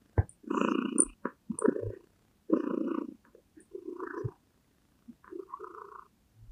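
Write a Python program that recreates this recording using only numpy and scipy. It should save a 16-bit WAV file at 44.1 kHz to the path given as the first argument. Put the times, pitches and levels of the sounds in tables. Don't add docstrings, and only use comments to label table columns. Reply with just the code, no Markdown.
import sys
import numpy as np
from scipy import signal
from scipy.fft import rfft, irfft, next_fast_len
from scipy.io import wavfile
from scipy.ndimage import map_coordinates

SR = 44100
rng = np.random.default_rng(int(sys.argv[2]) if len(sys.argv) > 2 else 0)


def store_pcm(level_fs):
    pcm = np.round(np.clip(level_fs, -1, 1) * 32767).astype(np.int16)
    wavfile.write(sys.argv[1], SR, np.atleast_2d(pcm).T)


N = 287223
T = np.arange(N) / SR

# (frequency [Hz], relative level [dB])
MOUTH = [(620, -23), (860, -17.5), (960, 9), (1120, 8), (1490, 4), (1590, -24.5), (2500, -61)]
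# (frequency [Hz], relative level [dB])
NASAL = [(1800, -49), (2300, -28.5), (2450, -1), (2900, -2.5), (3120, -28), (4200, -50)]
# (frequency [Hz], relative level [dB])
POP = [(95, -52), (205, 5.5), (420, -1), (570, -2.5), (720, -55.5)]
# (frequency [Hz], relative level [dB])
CLICK = [(650, -84.5), (960, 12.5), (1750, 4.5), (2000, -12.5), (2800, -21.5), (3300, -41), (16000, -61)]


def amp(db):
    return 10 ** (np.asarray(db) / 20)


def evened(x):
    return x / np.sqrt(np.mean(x ** 2) + 1e-20)


def add(mix, s, sound):
    part = mix[round(s * SR):][:len(sound)]
    part += sound[:len(part)]


def follow(rows, t):
    s, *columns = np.transpose(rows)
    return [np.interp(t, s, c) for c in columns]


def colour(x, points):
    size = next_fast_len(len(x))
    hz = np.fft.rfftfreq(size, 1 / SR)
    point_hz, point_db = np.transpose(points)
    gain_db = np.interp(np.log(hz + 1), np.log(point_hz), point_db, left=-120, right=-120)
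    return irfft(rfft(x, size) * amp(gain_db), size)[:len(x)]


def tilted(points, db_per_octave):
    return [(hz, db + db_per_octave * np.log2(hz / points[0][0])) for hz, db in points]


def analysed(x, size):
    return signal.stft(x, SR, nperseg=size, noverlap=size - size // 4)


def resynthesised(z, size, length):
    return signal.istft(z, SR, nperseg=size, noverlap=size - size // 4)[1][:length]


def steadied(x, rate_hz):
    window = np.hanning(int(3 * SR / rate_hz))
    power = abs(signal.fftconvolve(x ** 2, window / window.sum(), "same"))
    return x / np.sqrt(power + 1e-14) * signal.windows.tukey(len(x), .04)


def wavering(x, depth_db=4.5, breadth_hz=212.4, duration_s=0.03954):
    size = 512
    z = analysed(x, size)[2]
    rows, columns = np.indices(z.shape)
    patches = rng.standard_normal((256, 256))
    place = [rows * SR / size / breadth_hz, columns * (size // 4) / SR / duration_s]
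    gain_db = depth_db * map_coordinates(patches, place, order=1, mode="mirror")
    return resynthesised(z * amp(gain_db), size, len(x))


def resonant(x, t, curve, peak_db, width_hz):
    size = 1024
    hz, when, z = analysed(x, size)
    off_hz = hz[:, None] - follow(curve, t[0] + when)[0]
    return resynthesised(z * amp(peak_db * np.exp(-(off_hz / width_hz) ** 2)), size, len(x))


def snap(points):
    sound = colour(1. * (np.arange(SR // 8) == SR // 16), points)
    return sound / sound.max()


def burst(points, db, tail_db, tail_t60, rise_t60, bend=1.43):
    t = np.arange(-SR // 16, SR // 4) / SR
    crack = colour(1. * (t == 0), points)
    fall = (np.maximum(t, 0) / tail_t60) ** bend
    envelope = amp(-60 * np.maximum(fall, -t / rise_t60))
    fizz = evened(colour(rng.standard_normal(len(t)), points)) * envelope
    return t[0], amp(db) * (crack / crack.max() + amp(tail_db) * fizz)


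def larynx(t, first, rate_hz, air_db, leak, lead, spread, uneven_db=2, jitter_s=.0006):
    count = int((t[-1] - first) * rate_hz) + 1
    slip, size = rng.standard_normal((count, 2)).T
    at = np.round((first + np.arange(count) / rate_hz + jitter_s * slip - t[0]) * SR).astype(int)
    snaps = np.zeros(len(t))
    snaps[np.clip(at, 0, len(t) - 1)] = amp(uneven_db * size) * (at > 0)
    phase = ((t - first) * rate_hz + lead + .5) % 1 - .5
    gate = leak + np.exp(-(phase / spread) ** 2)
    air = evened(gate * rng.standard_normal(len(t)))
    return evened(snaps) + amp(air_db) * air


def throat(x, t, centre_hz, level_db, width_hz, upper_db):
    upper_hz, upper_width_hz, chest_hz = 510, 80, 198
    core_db, core_width_hz = -9, 38
    broaden, brighten, rise_db_per_octave = 0.099, 0.45, 36
    size = 2048
    hz, when, z = analysed(x, size)
    hz = hz[:, None]
    octaves = np.log2(centre_hz / np.median(centre_hz))
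    openness_db = level_db - np.median(level_db) + rise_db_per_octave * octaves
    open_db = np.interp(t[0] + when, t, openness_db)
    off_hz = hz - np.interp(t[0] + when, t, centre_hz)
    main = np.exp(-(off_hz / (width_hz * amp(broaden * open_db))) ** 2)
    core = amp(core_db) * np.exp(-(off_hz / core_width_hz) ** 2)
    upper = amp(upper_db + brighten * open_db) * np.exp(-((hz - upper_hz) / upper_width_hz) ** 2)
    low_cut = 1 / np.sqrt(1 + (chest_hz / (hz + 1)) ** 20)
    return resynthesised(z * (main + core + upper) * low_cut, size, len(x))


def purr():
    # (first snap [s], snap rate [Hz])
    beats = [(.4435, 28.9), (1.519, 28.6), (2.504, 29.04), (3.721, 28.2), (5.293, 28.5)]
    # (throat width at median openness [Hz], upper throat mode there [dB],
    # throat air re snaps [dB], mouth air re snaps [dB], mouth tilt [dB/octave],
    # rasp resonance [Hz], rasp offset before effort and mouth terms [dB])
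    bouts = [(127.3, -21.5, -2, -0.5, 0, 6400, -59.5), (108.2, -11.5, -2.5, -0.5, -19.5, 4500, -59),
             (105, -14, -1, 4, 0, 5600, -61.5), (77.4, -32.5, 8.5, 4, -13, 5000, -59.5),
             (60, -31.5, 7, 1.5, -2.5, 4640, -59)]
    # (time [s], throat level [dB], throat resonance [Hz])
    efforts = [
        [(0.425, -59.5, 323), (0.51, -31.5, 270), (0.679, -29, 313), (0.867, -31.5, 241), (0.899, -39, 235.5),
         (1.005, -27.5, 325.5), (1.15, -75.5, 251)],
        [(1.51, -49, 220), (1.575, -64, 430), (1.618, -30.5, 440), (1.692, -28, 367), (1.73, -41.5, 312),
         (1.765, -32.5, 379), (1.831, -38, 440.4), (1.92, -41.5, 396.3), (2.06, -66, 350)],
        [(2.485, -52.5, 370), (2.533, -20, 312.6), (2.617, -37, 323), (2.701, -31, 301), (3.031, -34, 300),
         (3.075, -51.5, 270), (3.089, -40, 270.6), (3.17, -60, 245)],
        [(3.7, -71.5, 378), (3.752, -39, 386), (3.834, -53.5, 354.4), (3.892, -36, 343), (3.975, -48, 347),
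         (4.035, -36.5, 387), (4.115, -48.5, 321), (4.18, -35.5, 375), (4.294, -46, 373), (4.38, -84, 323)],
        [(5.28, -68, 389), (5.334, -41, 347), (5.406, -40, 374), (5.45, -58, 397), (5.57, -74, 327),
         (5.616, -41, 403), (5.67, -51.5, 387), (5.874, -52, 420), (6.09, -74.5, 379)],
    ]
    # (time [s], mouth level [dB])
    openings = [
        [(0.47, -88), (0.505, -46), (0.56, -34), (0.862, -44), (0.95, -63.5), (0.992, -40), (1.14, -76.5)],
        [(1.505, -65), (1.604, -52.5), (1.622, -40), (1.648, -36), (1.758, -63), (2.06, -77)],
        [(2.49, -91.5), (2.536, -37.5), (2.608, -52), (2.702, -43), (2.852, -63.5), (2.885, -45), (2.992, -42),
         (3.1, -85)],
        [(3.82, -77.5), (3.96, -61.5), (4.006, -41), (4.094, -50), (4.174, -43.5), (4.224, -59.5), (4.324, -60),
         (4.38, -87)],
        [(5.36, -89), (5.406, -55.5), (5.462, -73), (5.595, -61), (5.645, -44), (5.715, -55), (5.79, -44),
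         (5.895, -56), (5.945, -46), (6.01, -49), (6.09, -74)],
    ]
    # (time [s], resonance [Hz])
    mouth_curves = [
        [(0.51, 1355), (0.548, 1064), (0.65, 1374), (0.75, 1173)],
        [(1.625, 1044), (1.66, 1500), (1.82, 1060)],
        [(2.82, 1102), (2.88, 1305), (2.986, 1050)],
        [(4.05, 1050), (4.09, 1500), (4.16, 1060)],
        [(5.672, 1230), (5.856, 1166)],
    ]
    # (time [s], level [dB])
    nose_curve = [(0.48, -96.5), (0.51, -59), (0.64, -45), (0.885, -50.5), (1.06, -74), (1.095, -58),
                  (1.17, -78.5), (2.5, -88.5), (2.54, -65.5), (2.7, -64.5), (2.81, -73.5), (2.95, -60),
                  (3.1, -89.5)]
    # (widest moment [s], level before limits [dB], swell [dB/s])
    partings = [(0.653, -47.5, 108.5), (1.655, -42, 554.5), (2.629, -54.5, 87.5), (4.092, -41, 376)]
    # (frequency [Hz], relative level [dB])
    lip_points = [(1250, -46), (1480, -1), (1820, -5.5), (1990, -43)]
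    # (frequency [Hz], relative level [dB])
    hiss_points = [(2000, 0), (2800, 0), (4000, -9.5), (5600, -0.5), (12000, -8.5)]
    close_db_per_s = 160.5
    lips_shut_db, lips_wide_db = -35, 2.5
    rasp_per_effort, rasp_per_mouth = .3, 0.1552

    out = np.zeros(N)
    for (first, rate_hz), bout, effort, opening, mouth_hz in zip(
            beats, bouts, efforts, openings, mouth_curves):
        width_hz, upper_db, throat_air_db, mouth_air_db, tilt_db, rasp_hz, hiss_db = bout
        t = np.arange(min(effort[0][0], opening[0][0]), effort[-1][0], 1 / SR)
        effort_db, centre_hz = follow(effort, t)
        mouth_db, = follow(opening, t)
        nose_db, = follow(nose_curve, t)
        lips_db = np.max([db - np.maximum(swell * (widest - t), close_db_per_s * (t - widest))
                          for widest, db, swell in partings], axis=0)
        lips_db = np.clip(lips_db, mouth_db + lips_shut_db, mouth_db + lips_wide_db)
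        rasp_db = hiss_db + rasp_per_effort * effort_db + rasp_per_mouth * mouth_db

        deep = larynx(t, first, rate_hz, throat_air_db, leak=.52, lead=0.11, spread=0.19, uneven_db=4.0)
        airy = larynx(t, first, rate_hz, mouth_air_db, leak=0.37, lead=.096, spread=0.14, uneven_db=5.5)
        nasal = larynx(t, first, rate_hz, air_db=7.0, leak=0.43, lead=0.14, spread=0.14)
        rasp = larynx(t, first, rate_hz, air_db=13.0, leak=0.055, lead=0.024, spread=0.21)
        oral = resonant(airy, t, mouth_hz, peak_db=8, width_hz=200)
        rasp = resonant(rasp, t, [(first, rasp_hz)], peak_db=6.5, width_hz=490)

        voiced = throat(deep, t, centre_hz, effort_db, width_hz, upper_db)
        add(out, t[0], amp(effort_db) * steadied(voiced, rate_hz))
        for db, points, drive in ((mouth_db, tilted(MOUTH, tilt_db), oral), (lips_db, lip_points, airy),
                                  (nose_db, NASAL, nasal), (rasp_db, hiss_points, rasp)):
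            add(out, t[0], amp(db) * steadied(wavering(colour(drive, points)), rate_hz))
    return out


def with_hard_snaps(purring):
    # (time [s], throat level [dB], mouth level [dB], nose level [dB])
    closures = [(0.5473, -22, -22.5, -61.5), (0.6148, -13, -20.5, -27), (0.6492, -15, -19.5, -30),
                (0.6866, -20, -19.5, -35.5), (1.6225, -38, -28, -67.5), (2.5362, -15, -34, -55),
                (2.711, -19.5, -31.5, -53)]
    throat_lag_s, half_s, yield_share = 0.0004, 0.0052, 0.63
    out, ordinary = np.zeros(N), np.ones(N)
    for s, throat_db, mouth_db, nose_db in closures:
        ordinary *= 1 - yield_share * np.exp(-((T - s) / half_s) ** 2)
        throat_knock = -signal.hilbert(snap(POP)).imag
        add(out, s + throat_lag_s - 1 / 16, amp(throat_db) * throat_knock)
        add(out, s - 1 / 16, amp(mouth_db) * snap(MOUTH) + amp(nose_db) * snap(NASAL))
    return out + ordinary * purring


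def idling(lead_s=0.088, fade_s=0.18, fade_db_per_s=147):
    # (first snap [s], end [s], snap rate [Hz], level before end fade [dB])
    stretches = [(0.023, 0.164, 27, -69), (2.014, 2.275, 33.5, -71.5), (4.4397, 5.156, 29, -76)]
    # (frequency [Hz], relative level [dB])
    idle_points = [(40, -7), (250, 0.5), (750, -15.5), (1600, -13), (2200, -22.5), (12000, -34)]
    out = np.zeros(N)
    for first, end, rate_hz, db in stretches:
        t = np.arange(max(first - lead_s, 0), end + fade_s, 1 / SR)
        drive = larynx(t, first, rate_hz, air_db=-2, leak=.15, lead=.05, spread=.15,
                       uneven_db=2.5, jitter_s=.0012)
        level_db = db - fade_db_per_s * np.maximum(t - end, 0)
        add(out, t[0], amp(level_db) * evened(wavering(colour(drive, idle_points))))
    return out


def puffs():
    # (time [s], centre [Hz], level at the height of the swell [dB], half length [s])
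    bands = [(0.609, 6920, -57, 0.069), (0.71, 5950, -58, 0.023), (1.941, 1700, -62, 0.037),
             (2.597, 5540, -70, 0.04), (2.97, 2175, -65.5, 0.035), (3.596, 1685, -65.5, 0.025),
             (4.192, 5400, -68, 0.02), (4.303, 866, -62.5, 0.064), (5.528, 1069, -51, 0.035)]
    out = np.zeros(N)
    for s, hz, db, half_s in bands:
        points = [(hz * .7, -35), (hz * .88, -1), (hz * 1.11, 0), (hz * 1.17, -18), (hz * 2, -30)]
        band = evened(wavering(colour(rng.standard_normal(SR), points)))
        add(out, s - 1 / 2, amp(db) * band * np.exp(-((T[:SR] - 1 / 2) / half_s) ** 2))
    return out


def grunts():
    # (time [s], pitch [Hz], pulse envelope peak [dB], half length [s], rattle level re pulse [dB])
    pulses = [(1.507, 216, -23.5, 0.0069, -19), (1.651, 437, -18.5, 0.0064, -35),
              (1.6856, 268.5, -13.5, 0.0045, -27), (2.504, 438, -30.5, 0.0048, -16.5),
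              (3.352, 447, -43.5, 0.0036, -14), (3.58, 313, -45, 0.0097, -14.5),
              (5.097, 236, -39, 0.012, -21), (5.5405, 1055, -28, 0.0039, -23.5)]
    spread_hz, lag_s, rattle_half_s = 125, .022, 0.027
    out, t = np.zeros(N), np.arange(-SR // 8, SR // 4) / SR
    lowpass = signal.butter(6, spread_hz, fs=SR, output="sos")
    for s, hz, db, half_s, rattle_db in pulses:
        turn = np.exp(2j * np.pi * hz * t)
        jumble = signal.sosfilt(lowpass, rng.standard_normal((2, len(t))))
        rattle = evened(jumble[0] * turn.real + jumble[1] * turn.imag)
        rattle *= np.exp(-((t - lag_s) / rattle_half_s) ** 2)
        pulse = np.exp(-(t / half_s) ** 2) * turn.imag
        add(out, s + t[0], amp(db) * (pulse + amp(rattle_db) * rattle))
    return out


def smacks(pop_delay_s=0.001):
    partings = [(0.18, -29, -41.5, -13), (1.256, -20, -20, -22), (3.254, -53, -54.5, -9),
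                (5.245, -56, -42, -16.5), (5.279, -54, -38.5, -18.5)]
    out = np.zeros(N)
    for s, pop_db, click_db, tail_db in partings:
        for points, db, delay_s in (POP, pop_db, pop_delay_s), (CLICK, click_db, 0):
            lead_s, sound = burst(points, db, tail_db, tail_t60=0.15, rise_t60=0.043)
            add(out, s + lead_s + delay_s, sound)
    return out


def ticks():
    # (time [s], level [dB])
    releases = [(3.2516, -45), (3.3508, -57)]
    out = np.zeros(N)
    for s, db in releases:
        add(out, s - 1 / 16, amp(db) * snap(tilted(CLICK, db_per_octave=8)))
    return out


def squeaks(count=4, tail_t60=0.1498, bend=1.2):
    # (time [s], first bubble level before filter [dB], pitch the slide nears [Hz], echo re string [dB])
    strings = [(0.293, -37.5, 9100, -7.5), (0.983, -19, 9180, -11), (1.0026, -8, 9270, -23),
               (1.019, -15, 9080, -18), (1.033, -24.5, 9050, -14.5), (1.588, -22.5, 9210, -12),
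               (3.603, -49.5, 9000, 0)]
    # (frequency [Hz], relative level [dB])
    echo_points = [(7200, -51), (7700, -6.5), (9650, 4), (9900, -39.5)]
    bubble_s, glide_share, glide_s = 0.00363, 0.019, 0.00061
    gap_s, gap_scatter, step_db, pitch_scatter = .0028, 0.248, -8, 0.01984
    lead_s = .05
    out, t, span = np.zeros(N), np.arange(0, bubble_s, 1 / SR), T[:SR // 2]
    power_fade = amp(-60 * (span / tail_t60) ** bend) ** 2
    glide = 1 - glide_share * np.exp(-t / glide_s)
    for s, db, hz, echo_db in strings:
        string = np.zeros(len(span))
        for k, (slip, detune) in enumerate(2 * rng.random((count, 2)) - 1):
            bubble_hz = hz * (1 + pitch_scatter * detune * min(k, 1))
            turns = np.cumsum(bubble_hz * glide) / SR
            bubble = np.sin(np.pi * t / bubble_s) * np.sin(2 * np.pi * turns)
            add(string, lead_s + gap_s * k * (1 + gap_scatter * slip), amp(db + step_db * k) * bubble)
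        string = colour(string, [(6500, -35), (7800, 0), (9700, 0), (10300, -14), (14000, -25)])
        power = signal.fftconvolve(string ** 2, power_fade / power_fade.sum())[:len(span)]
        echo = np.sqrt(abs(power)) * evened(colour(rng.standard_normal(len(span)), echo_points))
        add(out, s - lead_s, string + amp(echo_db) * echo)
    return out


def swells(rows, rumble_db, rumble_t60):
    out, t = np.zeros(N), np.arange(-SR // 8, SR // 4) / SR
    for s, hz, db, half_s in rows:
        tone = np.exp(-(t / half_s) ** 2) * np.sin(2 * np.pi * hz * t)
        points = [(hz * .55, -22), (hz, 0), (hz * 1.8, -9), (hz * 3.5, -40)]
        rumble = evened(colour(rng.standard_normal(len(t)), points))
        fade = amp(rumble_db - 60 * abs(t) / rumble_t60) * np.clip(t / half_s + 1, 0, 1)
        add(out, s + t[0], amp(db) * (tone + fade * rumble))
    return out


def paws():
    # (time [s], pitch [Hz], tone envelope peak [dB], half length [s])
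    pushes = [(0.194, 95, -14, 0.0094), (1.091, 39.5, -41.5, 0.033), (1.869, 105, -32.5, 0.037),
              (4.258, 119, -25.5, .011), (6.422, 110, -51, 0.055), (6.505, 36, -41, 0.02)]
    # (time [s], level [dB], rustle re slap [dB])
    slaps = [(0.181, -16, -17.5)]
    # (frequency [Hz], relative level [dB])
    cloth_points = [(150, -46), (330, 9), (880, -0.5), (1100, -14), (1380, -48), (1560, 0.5), (2420, -30.5)]
    sway_hz, sway_db, sway_lag_s, sway_half_s = 45.3, -18, .012, 0.015
    db_per_doubling = 10.5
    sways = []
    for s, _, db, half_s in pushes:
        level_db = db + sway_db + db_per_doubling * np.log2(half_s / sway_half_s)
        sways.append((s + sway_lag_s, sway_hz, level_db, sway_half_s))
    out = swells(pushes + sways, rumble_db=-22.0, rumble_t60=0.22)
    for s, db, rustle_db in slaps:
        lead_s, sound = burst(cloth_points, db, rustle_db, tail_t60=0.12, rise_t60=0.014)
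        add(out, s + lead_s, sound)
    return out


def room(level_db=-69):
    # (frequency [Hz], relative level [dB])
    air_points = [(20, -14.5), (53, 1), (150, -4.5), (220, -1.5), (457, -15), (2060, -24.5), (15500, -31)]
    return amp(level_db) * evened(colour(rng.standard_normal(N), air_points))


def scene():
    cat = with_hard_snaps(purr()) + idling() + puffs() + grunts() + smacks() + ticks() + squeaks()
    return (cat + paws() + room())[None]


def record(dry, edge_hz=15750):
    lowpass = signal.firwin(511, edge_hz, window=("kaiser", 9), fs=SR)
    return signal.oaconvolve(dry, lowpass[None], "same")


dry = scene()
out = record(dry)
store_pcm(out)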